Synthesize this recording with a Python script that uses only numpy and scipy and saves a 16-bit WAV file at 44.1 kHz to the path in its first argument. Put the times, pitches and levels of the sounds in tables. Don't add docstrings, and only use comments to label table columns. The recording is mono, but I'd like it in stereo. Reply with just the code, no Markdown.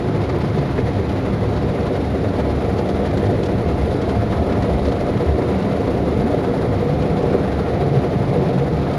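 import sys
import numpy as np
from scipy import signal
from scipy.fft import rfft, irfft, next_fast_len
from scipy.io import wavfile
from scipy.ndimage import uniform_filter1d, map_coordinates

SR = 44100
rng = np.random.default_rng(int(sys.argv[2]) if len(sys.argv) > 2 else 0)


def unload_wav(signal):
    wavfile.write(
        sys.argv[1],
        SR,
        np.round(np.clip(np.atleast_2d(signal).T, -1, 1) * 32767).astype(np.int16),
    )


N = 396018

# (frequency [Hz], bandwidth [Hz], lift [dB])
RESONANCES = [(41, 8, 7), (72, 19, 11), (103.6, 10.6, 9), (134.3, 25, 5.5), (197, 28, 6),
              (265.7, 14.7, 5.5), (381.3, 55, 2.5), (480.8, 34, 5), (595.5, 36, 4.5), (707, 63, 7),
              (860, 39, 6.5), (994, 30, 4.5)]
# (time [s], smack strength [dB], splash strength [dB])
HARD_SLAPS = [(0.219, 2, 3), (0.259, 3, 0), (0.295, 6, 5), (0.416, 5, 5), (0.586, 5, 4), (0.694, 5, -1),
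              (0.783, 8, 2), (0.936, -6, 3.5), (1.332, 4, 1), (1.537, 2, 4), (1.577, 4, 2.5),
              (1.867, 3.5, 3), (1.967, 1, 1.5), (2.401, 6, 5), (2.789, 6, 6.5), (2.892, 2, 5),
              (3.111, 4.5, 2), (3.175, 3, 7.5), (3.263, 3, 5.5), (3.436, 2, 7), (3.461, 3, 8),
              (3.487, 6, -4), (3.61, 2, 0), (4.018, 3.5, 4), (4.043, 4.5, -2), (4.096, 6, 6),
              (4.326, 5.5, 4), (4.527, 7.5, 4), (4.559, 2, 1), (4.627, 6, 6.5), (4.853, 4, 6),
              (4.885, 4, 4), (4.922, 5, 6), (5.174, 5, 3.5), (5.421, 4.5, 2), (5.543, 2, 0), (5.584, 3, 3),
              (5.626, 2, 4), (5.876, 6.5, 3), (6.17, 2, -5), (6.345, -1, 2), (6.449, 6, 2), (6.616, 5, 3),
              (7.025, 6, 4), (7.229, 3, 4), (7.33, 5, 3), (7.522, 4, 2), (8.596, 5.5, 0), (8.87, 4, 0),
              (8.936, 2, 4.5)]


def amp(db):
    return 10 ** (np.asarray(db) / 20)


def unit(x):
    return x / np.sqrt(np.mean(x ** 2) + 1e-20)


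def along(points, hz):
    f, v = np.transpose(points)
    return np.interp(np.log(hz + 1), np.log(f + 1), v)


def wobble(rate):
    knots = rng.standard_normal(int(N * rate / SR) + 4)
    return map_coordinates(knots, [np.arange(N) * rate / SR])


def filtered(x, response):
    m = next_fast_len(N + SR // 2)
    return irfft(rfft(x, m) * response(np.fft.rfftfreq(m, 1 / SR)), m)[..., :N]


def noise():
    return rng.standard_normal((2, N))


def drops(rate, size_db):
    lands = rng.random((2, N)) < rate / SR
    return unit(lands * np.sign(noise()) * amp(size_db * noise()))


def resonance_db(hz):
    return sum(db / (1 + (2 * (hz - centre) / width) ** 2) for centre, width, db in RESONANCES)


def in_cabin(pair, spectrum, resonant=False):
    # (frequency [Hz], side minus mid [dB])
    diffuseness = [(30, -21), (80, -18.5), (160, -16), (330, -14.5), (470, -10), (630, -5.5), (780, -4.5),
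                   (1000, -0.4), (1600, 4), (2100, -0.4), (2700, 2.5), (3400, 0), (14000, 0.5)]
    # (frequency [Hz], left minus right [dB])
    balance = [(60, 0), (130, -2.5), (280, -0.5), (700, -2.5), (1300, 0), (2800, 0.5), (4200, -4.5),
               (6200, -7), (7500, -35), (14000, -21)]
    colour = lambda hz: amp(along(spectrum, hz) + (resonance_db(hz) if resonant else 0))
    turn = lambda hz: np.arctan(amp(along(diffuseness, hz)))
    pan = lambda hz: np.arctan(amp(along(balance, hz)))
    mid, side = filtered(pair, lambda hz: colour(hz) * [np.cos(turn(hz)), np.sin(turn(hz))])
    stereo = np.array([mid + side, mid - side])
    return unit(filtered(stereo, lambda hz: np.array([np.sin(pan(hz)), np.cos(pan(hz))])))


def passing(passes):
    t = np.arange(N) / SR
    return np.sqrt(sum(amp(db) ** 2 / (1 + ((t - s) / half_s) ** 2) for s, db, half_s in passes))


def wandering(x, depth_db):
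    bands = signal.stft(x, nperseg=1024)[2]
    field = uniform_filter1d(rng.standard_normal(bands.shape[1:]), size=4, axis=0)
    field = uniform_filter1d(field, size=16, axis=1)
    return signal.istft(bands * amp(depth_db * unit(field)), nperseg=1024)[1][:, :N]


def swishes(times, powers, width_s, slide=1.47):
    power = np.zeros(N)
    for s, peak in zip(times, powers):
        i = np.arange(max(0, int((s - 8 * width_s) * SR)), min(N, int((s + 8 * width_s) * SR)))
        t = i / SR - s
        power[i] += peak * np.exp(-(t / np.where(t < 0, width_s / slide, width_s * slide)) ** 2 / 2)
    return power


def flapping(rate, scatter, size_db, uneven_db, width_s):
    shift, size = rng.standard_normal((int(N / SR * rate) + 2, 2)).T
    k = np.arange(len(shift))
    strength_db = size_db * size + uneven_db * (-1) ** k
    power = swishes((k + scatter * shift) / rate, amp(strength_db) ** 2, width_s)
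    return power / power.mean()


def slapping(width_s):
    times, smack_db, splash_db = np.transpose(HARD_SLAPS)
    return [swishes(times, np.maximum(amp(db) ** 2 - 1, 0), width_s, slide=1.5)
            for db in (smack_db, splash_db)]


def boom():
    # (frequency [Hz], relative level [dB])
    spectrum = [(12, -48), (22, -31), (32, -10), (45, -10), (65, -2.5), (105, -1), (135, -4.5), (200, -18),
                (400, -39), (900, -90)]
    # (time [s], level [dB], time to half power [s])
    brush_pass = [(4.4, -23.5, 4.7)]
    return passing(brush_pass) * in_cabin(noise(), spectrum, resonant=True)


def roof():
    # (frequency [Hz], relative level [dB])
    spectrum = [(50, -57), (120, -6), (170, 1.5), (230, -2), (300, -1), (370, -5.5), (520, -23.5),
                (1500, -88)]
    # (time [s], level [dB], time to half power [s])
    brush_pass = [(5.4, -22.5, 9.7)]
    return passing(brush_pass) * in_cabin(noise(), spectrum, resonant=True)


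def doors(strips):
    # (frequency [Hz], relative level [dB])
    spectrum = [(150, -37), (280, -10), (345, -2.5), (430, 0), (530, -2.5), (660, -7), (790, -10),
                (930, -20.5), (1300, -20.5), (2500, -41.5), (6000, -90)]
    # (time [s], level [dB], time to half power [s])
    brush_passes = [(0.2, -31, 0.7), (2.8, -24.5, 1.58), (7.3, -22, 2.98)]
    beating = wandering(noise(), depth_db=0.65) * np.sqrt(1 + amp(-6) * strips)
    return passing(brush_passes) * in_cabin(beating, spectrum, resonant=True)


def smack(power):
    # (frequency [Hz], relative level [dB])
    spectrum = [(200, -35), (600, -8), (1000, -1), (1300, 0), (1650, -3.5), (2100, -6), (2700, -13),
                (4000, -25), (9000, -72)]
    # (time [s], lift [dB], half length [s])
    surges = [(1.24, 2, 0.042), (4.52, 1.3, 0.046), (5.6, 1.5, 0.09), (7.35, 1, 0.24)]
    t = np.arange(N) / SR
    surge_db = sum(db * np.exp(-((t - s) / half_s) ** 2 / 2) for s, db, half_s in surges)
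    rubbing = wandering(noise(), depth_db=0.82) * amp(0.55 * wobble(60))
    return amp(surge_db) * in_cabin(rubbing * np.sqrt(power), spectrum, resonant=True)


def splash(power):
    # (frequency [Hz], relative level [dB])
    spectrum = [(800, -27), (2000, -0.5), (2900, -0.5), (3800, 2), (4600, -2), (5600, -8), (6800, -15),
                (8000, -28), (11000, -44), (14000, -50)]
    water = noise() + amp(-6) * drops(rate=1800, size_db=5.5)
    return in_cabin(water * np.sqrt(power) * amp(1.05 * wobble(90)), spectrum)


def spray(strips):
    # (frequency [Hz], relative level [dB])
    spectrum = [(2000, -7), (5000, -7.5), (7000, 2.5), (8100, -8), (9200, 0.5), (10600, 5.5),
                (11700, -11.5), (13000, -2.5), (14500, -14)]
    # (time [s], level [dB], time to half power [s])
    jet_pass = [(5.2, -53.5, 5.2)]
    mist = noise() + amp(-6) * drops(rate=1400, size_db=3)
    mist *= np.sqrt(1 + amp(-1.5) * strips)
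    return passing(jet_pass) * in_cabin(wandering(mist, depth_db=1.5), spectrum)


def rubs(rate, ripple_db, rise):
    # (time [s], level [dB], half length [s], pitch [Hz], waver [Hz])
    drags = [(0.202, -27, 0.2, 360.7, 16), (0.502, -23.5, 0.36, 138.6, 16),
             (1.404, -26.5, 0.25, 105.6, 7.5), (2.053, -30, 0.35, 290, 16.2),
             (3.329, -23.5, 0.17, 104.7, 7.84), (3.85, -27.5, 0.17, 73.1, 5), (4.35, -32, 0.38, 688, 24),
             (4.75, -29, 0.45, 203.4, 14), (5.588, -22.5, 0.06, 192, 7.6), (6.15, -28, 0.28, 266, 12.3),
             (6.7, -29, 0.6, 475.5, 14.2), (6.931, -22, 0.06, 142.5, 8), (7.18, -23.5, 0.14, 164, 12),
             (7.92, -20.5, 0.13, 137.7, 8.06), (8.301, -28.5, 0.4, 164, 14.5), (8.55, -22, 0.36, 141.9, 10),
             (8.7, -30, 0.35, 467.5, 15.6)]
    out, t = np.zeros(N), np.arange(N) / SR
    for s, db, half_s, hz, waver_hz in drags:
        progress = (t - s) / half_s
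        pitch = hz * (1 + rise * progress) + waver_hz * wobble(rate)
        drone = unit(np.sin(2 * np.pi * np.cumsum(pitch) / SR) * amp(ripple_db * wobble(rate)))
        out += amp(db) * np.exp(-progress ** 2 / 2) * drone
    return out * amp([[-1], [1]])


def spatter(power):
    # (frequency [Hz], relative level [dB])
    spectrum = [(1500, -21), (3000, 3.5), (4200, 3), (5600, -5), (7500, -12.5), (9000, -19), (14000, -29)]
    return in_cabin(drops(rate=2700, size_db=4) * np.sqrt(power), spectrum)


def ticks(t60, edge_hz):
    # (time [s], level before the high-pass [dB])
    impacts = [(.387, -35), (6.35, -38), (6.411, -39)]
    out, t = np.zeros(N), np.arange(SR // 50) / SR
    for s, db in impacts:
        out[round(s * SR):][:len(t)] += amp(db - 60 * t / t60) * rng.standard_normal(len(t))
    return filtered(out, lambda hz: hz ** 2 / (hz ** 2 + edge_hz ** 2)) * amp([[-18], [0]])


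def knocks(t60, attack_s, spread_octaves):
    # (time [s], peak level [dB], centre [Hz])
    blows = [(0.575, -18, 400), (0.783, -11, 388), (1.816, -14.5, 420), (1.904, -14.5, 400),
             (2.145, -15, 400), (2.388, -9.5, 443), (2.479, -12, 470), (2.785, -13, 420),
             (3.03, -16.5, 446), (3.328, -11.5, 422), (4.878, -11, 386), (5.383, -11.5, 447),
             (5.874, -10, 470), (6.337, -10, 440), (6.46, -14, 480), (7.235, -9.5, 433), (7.34, -8.5, 380),
             (8.409, -15, 403)]
    out, t = np.zeros(N), np.arange(SR // 4) / SR
    modes = np.array(RESONANCES)[:, 0]
    for (s, db, hz), phases in zip(blows, rng.random((len(blows), len(modes)))):
        weights = np.exp(-(np.log2(modes / hz) / spread_octaves) ** 2 / 2)
        ring = weights @ np.sin(2 * np.pi * (modes[:, None] * t + phases[:, None]))
        ring *= amp(-60 * t / t60) * (1 - np.exp(-t / attack_s))
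        out[round(s * SR):][:len(t)] += amp(db) * ring / np.abs(ring).max()
    return out


def shoves(waver_hz):
    # (time [s], level [dB], half length [s], resonance [Hz])
    pushes = [(0.97, -17.5, 0.022, 100), (3.176, -24, 0.023, 73), (4.19, -22.5, 0.045, 72),
              (4.2, -22.5, 0.025, 104), (4.312, -21.5, 0.022, 104), (4.417, -21, 0.031, 76.1),
              (4.62, -22, 0.022, 72), (4.752, -18, 0.029, 75), (4.906, -22.5, 0.045, 73.2),
              (5.3, -19, 0.046, 74), (6.223, -25, 0.022, 73), (6.74, -22.5, 0.061, 103),
              (6.97, -24, 0.03, 70), (7.524, -25, 0.045, 77)]
    out, t = np.zeros(N), np.arange(N) / SR
    drift = np.cumsum(waver_hz * wobble(30)) / SR
    for (s, db, half_s, hz), phase in zip(pushes, rng.random(len(pushes))):
        near = np.abs(t - s) < 4 * half_s
        swell = amp(db) * np.exp(-((t[near] - s) / half_s) ** 2 / 2)
        out[near] += swell * np.sqrt(2) * np.sin(2 * np.pi * (hz * t[near] + drift[near] + phase))
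    return out * amp([[-0.5], [0.5]])


def scene():
    strips = flapping(rate=22.34, scatter=0.29, size_db=1, uneven_db=1, width_s=0.0084)
    body = boom() + roof() + doors(strips) + shoves(waver_hz=6)
    body += knocks(t60=0.091, attack_s=0.005, spread_octaves=0.45)
    body += rubs(rate=40, ripple_db=4, rise=0.015)
    wash_power = amp(-1) + amp(-10) * strips
    smack_power, splash_power = slapping(width_s=0.0039)
    water = amp(-31) * smack(wash_power + smack_power)
    water += amp(-42) * splash(wash_power + amp(-10) * splash_power)
    water += amp(-53) * spatter(splash_power)
    return body + water + spray(strips) + ticks(t60=0.014, edge_hz=7000)


def record(dry):
    return filtered(dry, lambda hz: hz < 14600)


dry = scene()
out = record(dry)
unload_wav(out)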